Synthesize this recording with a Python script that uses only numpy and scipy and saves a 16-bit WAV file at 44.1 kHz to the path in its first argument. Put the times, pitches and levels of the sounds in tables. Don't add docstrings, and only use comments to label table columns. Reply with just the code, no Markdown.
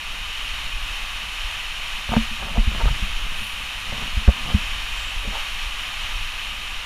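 import sys
import numpy as np
from scipy import signal
from scipy.fft import rfft, irfft, next_fast_len
from scipy.io import wavfile
from scipy.ndimage import uniform_filter1d

SR = 44100
rng = np.random.default_rng(int(sys.argv[2]) if len(sys.argv) > 2 else 0)


def log_audio(samples):
    frames = np.atleast_2d(samples).T
    limited = np.clip(frames, -1, 1)
    pcm = np.round(limited * 32767).astype(np.int16)
    wavfile.write(sys.argv[1], SR, pcm)


N = 302085
TIME = np.arange(N) / SR


def undb(db):
    return 10 ** (np.asarray(db) / 20)


def unit(x):
    return x / np.sqrt(np.mean(x ** 2))


def colour(x, points, peaks=()):
    size = next_fast_len(len(x))
    f = np.maximum(np.fft.rfftfreq(size, 1 / SR), 1)
    hz, db = np.transpose(points)
    shape = np.interp(np.log(f), np.log(np.sort(hz)), db)
    for centre, width, lift in peaks:
        shape = shape + lift * 2 ** -(2 * (f - centre) / width) ** 2
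    filtered = irfft(rfft(x, size) * undb(shape), size)
    return unit(filtered[:len(x)])


def walk(rate):
    k = max(int(SR / rate), 2)
    held = np.repeat(rng.standard_normal(N // k + 1), k)
    smooth = uniform_filter1d(uniform_filter1d(held, k), k)
    return unit(smooth[:N])


def grains(size, rate, spread_db):
    hit = rng.random(size) < rate / SR
    return hit * rng.standard_normal(size) * undb(spread_db * rng.standard_normal(size))


def add(out, s, x):
    i = max(int(s * SR), 0)
    out[i:i + len(x)] += x[:max(N - i, 0)]


def swell(s, hold_s, attack_s, release_s):
    rise = np.clip((TIME - s) / attack_s + 1, 0, 1)
    return rise * np.exp(-np.maximum(TIME - s - hold_s, 0) / release_s)


def decay(t, t60):
    return np.exp(-np.log(1000) * t / t60)


# (time [s], level [dB])
FLOW = [(0.0, -31.5), (0.17, -32), (0.42, -31), (2.1, -30.5), (2.12, -29.5), (2.58, -32), (3.01, -30),
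        (3.43, -31.5), (4.69, -30), (5.21, -31), (5.42, -30), (6.85, -32)]
# (frequency [Hz], level [dB])
SHEET_COLOUR = [(150, -28), (370, -24.5), (600, -17), (950, -9), (1450, -9), (2200, -6), (3100, -3),
                (3450, -9), (4700, -18), (7000, -20), (8050, -27.5), (10000, -27.5), (15000, -35)]
# (frequency [Hz], level [dB])
SPRAY_COLOUR = [(5000, -49), (8000, -20), (8900, 2.5), (10400, 2.5), (11400, -4.5), (12600, 1.5),
                (14000, -13), (15300, -15)]
# (frequency [Hz], width [Hz], lift [dB])
CAVITIES = [(1190, 138, 4), (2526, 275, 4.5), (2954, 370, 3.5), (3725, 230, 5.5), (4240, 205, 4.5),
            (5590, 116, 6), (8800, 410, 3), (9500, 170, 3.5), (10500, 250, 2)]
RUSH_TRIM_DB, RUSH_FLICKER_DB = 0.43, 0.46
SPRAY_DB, SPRAY_GROWTH = -53.5, 0.9
SPLASH_S, SPLASH_RISE_S, SPLASH_FALL_S, SPLASH_DB = 3.43, 0.09, 0.13, 9.5


def water():
    flow_db = np.interp(TIME, *np.transpose(FLOW))
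    sheet = colour(rng.standard_normal(N), SHEET_COLOUR, CAVITIES)
    sheet_db = flow_db + RUSH_TRIM_DB + RUSH_FLICKER_DB * walk(12)

    spray = colour(grains(N, 15000, 1.5), SPRAY_COLOUR, CAVITIES)
    splash_db = SPLASH_DB * swell(SPLASH_S, 0, SPLASH_RISE_S, SPLASH_FALL_S)
    follow_db = SPRAY_GROWTH * (flow_db - flow_db.mean())
    spray_db = SPRAY_DB + follow_db + splash_db + 0.4 * walk(22)
    return sheet * undb(sheet_db) + spray * undb(spray_db)


# (frequency [Hz], level [dB])
RUMBLE_COLOUR = [(8, -4), (20, 2), (35, -3), (49, -7), (68, -17.5), (100, -22), (140, -40), (300, -36.5),
                 (700, -92)]
# (time [s], hold [s], lift [dB])
GUSTS = [(0.55, 0.37, 4), (2.2, 1.17, 5.5), (4.65, 0.77, 4), (6.05, 0.2, 4)]
GUST_RISE_S, GUST_FALL_S = 0.057, 0.032
RUMBLE_DB = -33
SURGE_DB, SURGES_PER_S = -0.7, 4.8


def rumble():
    gust_db = sum(lift_db * swell(s, hold, GUST_RISE_S, GUST_FALL_S) for s, hold, lift_db in GUSTS)
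    surge_db = SURGE_DB * walk(SURGES_PER_S)
    return colour(rng.standard_normal(N), RUMBLE_COLOUR) * undb(RUMBLE_DB + gust_db + surge_db)


# (frequency [Hz], level [dB])
RUB_COLOUR = [(50, 3.5), (110, 2), (160, 2.5), (240, 0.5), (330, -13), (550, -9.5), (800, -12),
              (1300, -8.5), (2500, -56)]
# (time [s], hold [s], level [dB], settling time [s])
GRIP_LOADS = [(0.082, 0.06, -52.5, 0.14), (2.47, 0.3, -39, 0.54), (3.92, 0.046, -39.5, 0.13),
              (4.36, 0.22, -40, 0.034)]
GRIP_REST_DB, GRIP_ATTACK_S = -54, 0.1


def grip():
    load = undb(GRIP_REST_DB)
    for s, hold, db, settle in GRIP_LOADS:
        load = load + undb(db) * swell(s, hold, GRIP_ATTACK_S, settle)
    pressure_db = 2.5 * walk(16)
    return colour(grains(N, 900, 3.5), RUB_COLOUR) * load * undb(pressure_db)


def heave(hz, swell_cycles=0.43, softness=0.75):
    t = TIME[:SR // 3]
    age = hz * t / swell_cycles
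    push = np.sin(2 * np.pi * hz * t) * age ** softness * np.exp(-age)
    return push / np.abs(push).max()


SWAY_DB, SWAY_HZ = -22, 35
SEAMS = [0.862, 1.444, 4.135, 5.162, 5.66, 6.153]


def seams():
    out = np.zeros(N)
    for s in SEAMS:
        add(out, s, undb(SWAY_DB) * heave(SWAY_HZ))
    return out


# (multiple of the ring pitch [ratio], level [dB], share of the ring time [ratio])
MOUNT = [(0.58, -1, 0.45), (1, 2.5, 0.91), (1.2, -16, 0.42)]
MOUNT_T60_S, MOUNT_DAMPING = 0.19, 1.77
# (time [s], thud level [dB], thud pitch [Hz], ring level before the mode levels [dB], ring pitch [Hz])
BUMPS = [(2.089, -19.5, 52.4, -28.5, 217), (2.115, -26, 60, -20.5, 221), (2.1638, -16.5, 36, -8, 224.6),
         (2.309, -35, 40, -33, 223), (2.576, -12, 55.6, -16, 222.5), (2.595, -8, 31.8, -29, 210),
         (2.671, -11.5, 58, -25, 220), (2.833, -11, 38.6, -29.5, 214), (2.859, -9, 45.7, -17.5, 114),
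         (2.901, -12, 39.6, -21, 125), (3.021, -15.5, 40, -27, 192), (3.412, -33, 80.4, -36.5, 205),
         (3.922, -38, 60, -33.5, 207), (4.169, -12.5, 57, -29.5, 212), (4.278, 0.5, 59, -6.5, 197),
         (4.5428, -6.5, 69.4, -11, 204), (5.272, -20, 36.5, -29.5, 204)]


def bumps(contact_s=0.0038):
    out, t = np.zeros(N), TIME[:SR // 3]
    for s, thud_db, thud_hz, ring_db, ring_hz in BUMPS:
        t60 = MOUNT_T60_S / (1 + MOUNT_DAMPING * undb(thud_db))
        ring = np.zeros(len(t))
        for k, (ratio, db, share) in enumerate(MOUNT):
            sign = -(-1) ** k
            ring += sign * undb(db) * np.sin(2 * np.pi * ratio * ring_hz * t) * decay(t, share * t60)
        onset = 1 - np.exp(-t / contact_s)
        add(out, s, undb(thud_db) * heave(thud_hz) + undb(ring_db) * ring * onset)
    return out


# (frequency [Hz], level [dB], 60 dB decay [s])
WALL = [(400, -4.5, 0.01), (465, 0.5, 0.036), (568, 1, 0.049), (704, -0.5, 0.04), (860, -9, 0.035),
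        (910, -6.5, 0.063), (1130, -5, 0.042), (1356, -6.5, 0.033), (1595, -6.5, 0.029)]


def wall_ring(crack=4.7, crack_s=0.00076, top_hz=1550):
    t = TIME[:SR // 8]
    ring = np.zeros(len(t))
    for k, (hz, db, t60) in enumerate(WALL):
        spot_gain = undb(db + 2 * rng.standard_normal())
        ring += spot_gain * np.sin(2 * np.pi * hz * t + np.pi * k / 2) * decay(t, t60)
    ring = ring * (1 + 2 * crack * np.exp(-t / crack_s))
    ring = signal.sosfilt(signal.butter(4, min(top_hz, SR / 4), fs=SR, output="sos"), ring)
    return ring / np.abs(ring).max()


# (time [s], peak level [dB])
KNOCKS = [(2.090, -19), (2.118, -21), (2.1385, -9.5), (2.153, -17), (2.1644, -11), (2.573, -22),
          (2.856, -16.5), (2.877, -22.5), (3.922, -24), (4.277, -17.5), (4.287, -18)]


def knocks():
    out = np.zeros(N)
    for s, db in KNOCKS:
        add(out, s, undb(db) * wall_ring())
    return out


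# (time [s], length [s], level [dB], centre frequency [Hz])
SCRAPES = [(2.106, 0.033, -27.5, 730), (2.387, 0.13, -40, 1150), (2.543, 0.05, -34, 620),
           (2.788, 0.036, -30, 980), (2.873, 0.018, -29, 1190), (3.913, 0.06, -51, 600),
           (4.274, 0.019, -27.5, 417), (4.438, 0.12, -46, 700), (5.213, 0.12, -45.5, 268),
           (5.309, 0.081, -37, 740)]


def scrapes(slip_rate=1200, skirt_db=-12):
    out = np.zeros(N)
    for s, length, db, hz in SCRAPES:
        size = int(length * SR)
        slips = grains(size, slip_rate, 4.7) * signal.windows.tukey(size, 0.5)
        outline = [(hz / 2, skirt_db), (hz, 0), (hz * 2, skirt_db / 2), (hz * 10, -40)]
        sound = colour(signal.fftconvolve(slips, wall_ring()), outline)
        add(out, s, undb(db) * sound * np.sqrt(size / len(sound)))
    return out


def sizzle(s=5.04, length_s=0.11, db=-48, hz=7450, width_hz=800):
    edges = np.clip([hz - width_hz / 2, hz + width_hz / 2], 1, SR / 2 - 1)
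    bandpass = signal.butter(2, edges, "bandpass", fs=SR, output="sos")
    band = unit(signal.sosfilt(bandpass, grains(N, 2500, 2.2)))
    return band * undb(db) * np.exp(-((TIME - s) / length_s) ** 2)


def scene():
    ride = water() + rumble() + grip() + seams()
    return (ride + bumps() + knocks() + scrapes() + sizzle())[None]


TOP_HZ = 15250


def record(dry):
    rounded = dry / (1 + (dry / 0.95) ** 6) ** (1 / 6)
    return signal.sosfilt(signal.ellip(12, 0.1, 80, TOP_HZ, fs=SR, output="sos"), rounded)


dry = scene()
out = record(dry)
log_audio(out)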